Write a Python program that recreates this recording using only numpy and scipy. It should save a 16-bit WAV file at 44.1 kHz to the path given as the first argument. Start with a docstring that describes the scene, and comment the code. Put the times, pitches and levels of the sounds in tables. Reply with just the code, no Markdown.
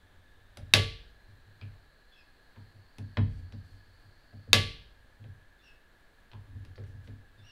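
"""A small workshop: a torque screwdriver tightens two scope-ring screws on a rifle in a plastic rest on a bench.
Twice its clutch snaps over: cracks and damped modes ring the metal parts and jolt stock, rest and bench.
Around the snaps the bit ticks, pings and knocks as noise bursts and modes; the hand rumbles and rubs as
swelling noise. A noise reverberation answers, over room air, faint hiss and three distant gliding chirps."""
import sys
import numpy as np
from scipy import signal
from scipy.fft import rfft, irfft, next_fast_len
from scipy.io import wavfile

SR = 44100
rng = np.random.default_rng(int(sys.argv[2]) if len(sys.argv) > 2 else 0)


def master_out(mix):
    """Clip the mix to full scale and print it as 16-bit PCM to the path in sys.argv[1]."""
    frames = np.transpose(np.atleast_2d(mix))
    ceiling = np.clip(frames, -1, 1)
    pcm = np.round(ceiling * 32767).astype(np.int16)
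    wavfile.write(sys.argv[1], SR, pcm)


N = 331191
TIME = np.arange(N) / SR
AGE = np.arange(SR) / SR  # time since a blow [s]
TOP_HZ = 15600  # upper limit of the recorder and of the ticks' low-pass

# clutch breaking over: (time [s], snap level [dB], rebound relative to snap [dB], knock level [dB])
SNAPS = [(.7375, -0.5, -10.5, -20), (4.5312, 0.5, -15, -22.3)]
# bit striking a screw, a ring or the stock:
# (time [s], tick level [dB], brightness [Hz], ping pitch [Hz], ping level [dB], knock level [dB])
TAPS = [(.572, -38.5, 10970, 600, -56, -38), (1.613, -46, 4600, 2510, -54, -36),
        (2.561, -55, 3220, 910, -61.5, -43.5), (2.984, -44.5, 10890, 266, -48.5, -33.5),
        (3.171, -24, 3500, 950, -44.5, -18), (3.524, -50.5, 7040, 4300, -66.5, -36),
        (4.327, -75, 1500, 620, -62, -41.5), (4.474, -72, 1500, 520, -62, -38.5),
        (5.241, -53, 4000, 650, -74, -38.5), (6.3157, -47.5, 4600, 3040, -72.5, -50.5),
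        (6.333, -49, 4370, 1000, -56, -39), (6.65, -52.5, 10950, 2870, -72, -45),
        (6.757, -55, 7000, 4400, -63.5, -57.5), (6.779, -44, 2280, 430, -48.5, -35.5),
        (6.838, -56, 7900, 2800, -75, -58.5), (7.0749, -51.5, 5800, 254, -49.5, -38)]


def undb(db):
    """Decibels to gain."""
    return 10 ** (np.asarray(db) / 20)


def fade(t60):
    """Exponential decay after a blow, falling 60 dB in t60 seconds."""
    return np.exp(-np.log(1000) * AGE / t60)


def swell(rise_s):
    """Build-up of a vibration that has to spread first."""
    return 1 - np.exp(-AGE / rise_s)


def ring(modes):
    """Damped sines set off together, as a struck body vibrates in its modes."""
    total = 0
    for hz, db, t60 in modes:
        total = total + undb(db) * fade(t60) * np.sin(2 * np.pi * hz * AGE)
    return total


def shape(x, colour):
    """Filter with a spectrum of (frequency [Hz], level [dB]) points."""
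    hz, db = np.transpose(colour)
    f = np.maximum(np.fft.rfftfreq(len(x), 1 / SR), 1)
    gain = undb(np.interp(np.log(f), np.log(hz), db))
    return irfft(rfft(x) * gain, len(x))


def noise(colour, size):
    """Noise of rms 1 with a spectrum of (frequency [Hz], level [dB]) points."""
    y = shape(rng.standard_normal(next_fast_len(size)), colour)[:size]
    return y / y.std()


def band(centre_hz, width_hz):
    """Noise of rms 1 in one resonance, whose centre may move."""
    pole = np.exp(-np.pi * width_hz / SR)
    z = rng.standard_normal(N) + 1j * rng.standard_normal(N)
    for _ in range(2):
        z = signal.lfilter([1], [1, -pole], z)
    carrier = np.exp(2j * np.pi * np.cumsum(centre_hz * np.ones(N)) / SR)
    y = np.real(z * carrier)
    return y / y.std()


def soften(x, hz):
    """Steep low-pass."""
    return signal.sosfilt(signal.butter(4, min(hz, TOP_HZ) / (SR / 2), output="sos"), x)


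def thin(x, hz):
    """Second-order high-pass: small parts radiate no bass."""
    return signal.sosfilt(signal.butter(2, hz / (SR / 2), "high", output="sos"), x)


def walk(rate):
    """Slow random wander through points of spread 1, rate points per second."""
    points = rng.standard_normal(int(N / SR * rate) + 2)
    return np.interp(TIME * rate, np.arange(len(points)), points)


def add(track, s, sound):
    """Mix a sound into a track at time s."""
    i = max(int(s * SR), 0)
    track[i:i + len(sound)] += sound[:N - i]


def background():
    """Quiet room air with two narrow bands of hiss, one steady in pitch and one gliding."""
    # still air of the workshop: (frequency [Hz], relative level [dB])
    air_colour = [(20, 3), (60, -6), (130, -15.5), (300, -18), (600, -19), (1100, -22.5), (1500, -21),
                  (2000, -24), (2500, -28), (4300, -28.5), (5300, -39), (9000, -40.5), (15500, -43.5)]
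    # narrow hiss that rises in pitch, then fades: (time [s], centre [Hz], level [dB])
    hiss_path = [(0, 3440, -78.5), (1.3, 4120, -76.5), (3.2, 4400, -74), (4.4, 4420, -73.5),
                 (5.3, 4198, -90)]
    s, hz, db = np.transpose(hiss_path)
    hiss_hz = np.interp(TIME, s, hz)
    hiss_db = np.interp(TIME, s, db)
    air = undb(-60.5 + .5 * walk(8.2)) * noise(air_colour, N)
    steady_hiss = undb(-69.5 + .7 * walk(5)) * band(1680, 190)
    gliding_hiss = undb(hiss_db) * band(hiss_hz, 560)
    return air + steady_hiss + gliding_hiss


def push(s, length_s, release_s):
    """Effort of the hand: builds up, holds, relaxes."""
    attack_s = 0.032
    rise = np.clip((TIME - s) / attack_s, 0, 1)
    return rise * np.exp(-np.maximum(TIME - s - length_s, 0) / release_s)


def handling():
    """The hand's uneven push shakes the rest as low noise; the turning bit rubs in the screw as bright noise."""
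    # the hand leans on the driver: (start [s], end [s])
    lean_spans = [(0, 1.71), (2.9, 5.4), (6.35, 7.45)]
    # twists of the wrist: (time [s], length [s], relative rumble level [dB], relative rubbing level [dB])
    wrist_twists = [(0.56, .14, -45.5, -88), (3.281, 0.12, -40, -75), (3.62, 0.13, -50.5, -77.5),
                    (4.477, .2, -44.5, -93), (6.463, 0.22, -47.5, -92), (6.845, .06, -45, -75),
                    (7.02, .06, -48, -74.5)]
    rumble_release_s, rub_release_s = 0.1, .04
    leaning = sum(push(s, end_s - s, rumble_release_s) for s, end_s in lean_spans)
    shaking = undb(-62) * leaning
    rubbing = undb(-89) * leaning
    for s, length_s, rumble_db, rub_db in wrist_twists:
        # independent efforts add in power
        shaking = np.hypot(shaking, undb(rumble_db) * push(s, length_s, rumble_release_s))
        rubbing = np.hypot(rubbing, undb(rub_db) * push(s, length_s, rub_release_s))
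    rumble = band(90, 26) + undb(-5.0) * band(39, 32) + undb(-15.0) * band(260, 90)
    rub = noise([(500, -12), (3000, 8), (10000, -1.5), (15000, -14)], N)
    uneven_rumble = shaking * undb(-4.5 + 2 * walk(4.6)) * rumble
    uneven_rub = rubbing * undb(1.3 * walk(70)) * rub
    return uneven_rumble + uneven_rub


def ticks():
    """The bit meets the work: a sharp tap, duller when the contact is soft, and a ping from the part that was hit."""
    grit_colour = [(200, -11.0), (900, 0), (2500, 2.5), (4300, 1.0), (7000, -13), (11000, -8.5), (15000, -14.5)]
    out = np.zeros(N)
    for s, db, bright_hz, ping_hz, ping_db, _ in TAPS:
        grit = noise(grit_colour, SR)
        tap = soften(grit * (fade(0.009) + undb(-12.5) * fade(0.066)), bright_hz)
        bright_edge = undb(-27.5) * grit * fade(0.01002)
        add(out, s, undb(db) * (tap + bright_edge))
        # a cluster of close modes, too dense to tell apart
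        cluster_colour = [(ping_hz * .5, -45), (ping_hz * .88, -5), (ping_hz, 0),
                          (ping_hz * 1.14, -5), (ping_hz * 2.4, -65)]
        cluster = noise(cluster_colour, SR) * fade(0.18)
        add(out, s, undb(ping_db) * cluster * swell(0.0013))
    return out


def knocks():
    """Every blow passes into the stock, then more slowly into the rest and the bench, which booms."""
    # soft bumps of the hand, too dull to tick: (time [s], knock level [dB])
    hand_bumps = [(1.276, -50), (1.46, -50.5), (2.736, -47.5), (3.40, -44.5), (4.03, -51.5), (5.195, -41),
                  (6.546, -37.5), (6.929, -40), (7.37, -47.5)]
    # modes of the hollow stock: (frequency [Hz], relative level [dB], t60 [s])
    stock_modes = [(344, -9, .25), (406, -5, 0.33), (451, -3, 0.5), (576, -4.5, 0.31), (656, -6, 0.11)]
    # the stock's crowd of weaker modes: (frequency [Hz], relative level [dB])
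    stock_colour = [(100, -18), (170, 0.5), (280, -5.5), (420, 2.5), (620, -3), (850, -9.5), (1050, -18),
                    (1500, -11), (2500, -27), (6000, -49)]
    # modes of the plastic rest: (frequency [Hz], relative level [dB], t60 [s])
    rest_modes = [(161, -10, 0.55), (179, -7, 0.34), (225.7, 1.5, .29), (266.6, -7.5, 0.28),
                  (292, -8.5, .28)]
    # modes of the bench top: (frequency [Hz], relative level [dB], t60 [s])
    bench_modes = [(36.7, -21, 1), (54.8, -20.5, 1), (85.6, -12, 0.52), (100, 4.5, 0.31),
                   (133.2, -11, 0.42)]
    # the rest rings louder while the bit works on the front ring, close above it
    front_from_s, front_to_s, front_ring_db = 2.2, 5.0, 7
    rest_db = -15  # relative to the knock
    out = np.zeros(N)
    thud = ring(rest_modes) * swell(0.01) ** 2
    boom = ring(bench_modes) * swell(0.02) ** 2
    thud /= np.abs(thud).max()
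    boom /= np.abs(boom).max()
    # (blows, share that rings the stock [dB], whether the blow goes through the bit)
    kinds = ((SNAPS, 1.5, True), (TAPS, -15, True), (hand_bumps, -22, False))
    for blows, stock_db, through_bit in kinds:
        for s, *_, db in blows:
            on_front_ring = through_bit and front_from_s < s < front_to_s
            crowd = noise(stock_colour, SR) * (fade(0.051) + undb(-9.0) * fade(0.29))
            stock = swell(0.0039) ** 2 * (crowd + undb(-13.0) * ring(stock_modes))
            add(out, s, undb(db + stock_db) * stock)
            add(out, s, undb(db + rest_db + front_ring_db * on_front_ring) * thud)
            add(out, s, undb(db) * boom)
    return out


def workshop(x):
    """Reverberation: decaying noise, dense early on, whose tail lasts longest in the bass."""
    # the workshop's tail: (band centre [Hz], relative level [dB], t60 [s])
    room_bands = [(200, 1, 0.94), (900, 2.5, 0.29), (2010, -3.5, 0.47), (3260, -3, .54), (4500, -4, .51),
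                  (6600, -3.5, .35), (10000, -5, 0.35), (15013, -6, 0.2)]
    hz, db, t60 = np.transpose(room_bands)
    f = np.log(np.maximum(np.fft.rfftfreq(SR, 1 / SR), 1))
    spectrum = rfft(rng.standard_normal(SR))
    response = 0
    # each row of the identity picks one band, crossfading into its neighbours
    for share, band_db, band_t60 in zip(np.eye(len(hz)), db, t60):
        part = irfft(spectrum * np.interp(f, np.log(hz), share), SR)
        early_and_tail = fade(band_t60) + undb(6) * fade(0.12)
        response = response + undb(band_db) * part * early_and_tail
    # silent for 4 ms, then fading in over 4 ms
    response = response * np.clip((AGE - .004) / .004, 0, 1)
    return undb(-39) * signal.fftconvolve(x, response)[:N]


def clutch():
    """The sprung clutch slams into its next notch, rebounds once and rings the metal: (sound ahead, sound all round)."""
    # modes of the clutch: (frequency [Hz], relative level [dB], t60 [s])
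    clutch_modes = [(1580, -24.5, 0.004), (2635, -6, 0.018), (3130, -11, 0.016), (3700, -0.5, 0.013),
                    (4470, -9, 0.015), (5594, -12, .009), (9950, -16, 0.0037)]
    # modes of shaft, rings and scope tube: (frequency [Hz], relative level [dB], t60 [s])
    metal_modes = [(1150, 1.26, 0.38), (1275, -7, 0.18), (1702, 4, .29), (2040, 1.5, .33),
                   (2096, -1.5, .42), (2390, -3, 0.27), (2492, 0.5, 0.27), (2817, -1, .3), (3040, -3, .3),
                   (3240, -3, .35), (3430, -2, 0.3), (3750, -5, .35), (3806, -4, .3), (4237, -5, 0.42)]
    # what the snap radiates all round: (frequency [Hz], relative level [dB])
    spread_colour = [(200, -19), (950, -16), (1500, -11.5), (2100, -3.5), (2600, -1.5), (3400, -0.5),
                     (4400, -2.5), (5300, -9), (7500, -17), (10500, -17.5), (15000, -30.5), (17000, -39.5)]
    crack_colour = [(200, -12.5), (1100, -12.5), (3000, 6.5), (6000, 4.5), (11000, -3.0), (16000, -18.5)]
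    rebound_s = .0018
    ahead, impulses, metal = np.zeros((3, N))
    for s, db, rebound_db, _ in SNAPS:
        for delay, blow_db in ((0, db), (rebound_s, db + rebound_db)):
            crack = noise(crack_colour, SR) * fade(0.0051)
            add(ahead, s + delay, undb(blow_db) * (ring(clutch_modes) + undb(-5.0) * crack))
        add(impulses, s, undb([db + 25.5]))  # a single sample
        add(metal, s, undb(db - 32.5) * ring(metal_modes) * swell(0.0023))
    # summed over all directions the clutch's peaks and notches even out
    return thin(ahead, 820) + metal, shape(impulses, spread_colour)


def whistle(glide, octave_db):
    """A slightly rough gliding tone with two overtones and some rasp."""
    size = len(glide)
    hz = glide * (1 + .009 * noise([(100, 3), (400, 5), (2000, -36)], size))
    phase = 2 * np.pi * np.cumsum(hz) / SR
    overtones = np.sin(2 * phase) + undb(-17) * np.sin(3 * phase)
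    tone = np.sin(phase) + undb(octave_db) * overtones
    rasp = noise([(1500, -10), (2800, 13), (5000, 3), (8000, -24)], size)
    return np.hanning(size) * (tone + undb(-11) * rasp)


def chirps():
    """Each chirp, like a bird outside, is a short falling lead-in note, then a lower one that arches and settles."""
    # (time [s], length [s], pitch [Hz], level [dB], lead-in level [dB])
    chirp_notes = [(2.129, .1, 2470, -69.5, -64.5), (5.6, .115, 2605, -67, -73.5),
                   (7.389, 0.2, 2628, -64.5, -68.5)]
    lead_ahead_s, lead_s = 0.02, 0.034
    lead_from, lead_to = 1.44, 1.28  # multiples of the pitch
    arch_rise = .09  # share of the pitch
    arch_at, arch_width = 0.37, 0.17  # shares of the note's length
    out = np.zeros(N)
    for s, length_s, hz, db, lead_db in chirp_notes:
        lead = hz * np.linspace(lead_from, lead_to, int(lead_s * SR))
        progress = np.linspace(0, 1, int(length_s * SR))
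        arch = hz * (1 + arch_rise * np.exp(-((progress - arch_at) / arch_width) ** 2))
        add(out, s - lead_ahead_s, undb(lead_db) * whistle(lead, octave_db=-29))
        add(out, s, undb(db) * whistle(arch, octave_db=-8))
    return out


def scene():
    """Close metal sounds and far chirps with their reverberation, the knocks, the hand and the room."""
    snap, spread = clutch()
    tick, far = ticks(), chirps()
    # the distant chirps reach the room far more strongly than they arrive direct
    reverberation = workshop(spread + tick + undb(15.5) * far)
    mix = snap + tick + far + reverberation + knocks() + handling() + background()
    return mix[None]


def record(dry):
    """The recorder clips peaks beyond full scale, then a steep elliptic low-pass cuts the top."""
    clipped = np.clip(dry, -1, 1)
    return signal.sosfilt(signal.ellip(8, .2, 70, TOP_HZ, fs=SR, output="sos"), clipped)


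dry = scene()
out = record(dry)
master_out(out)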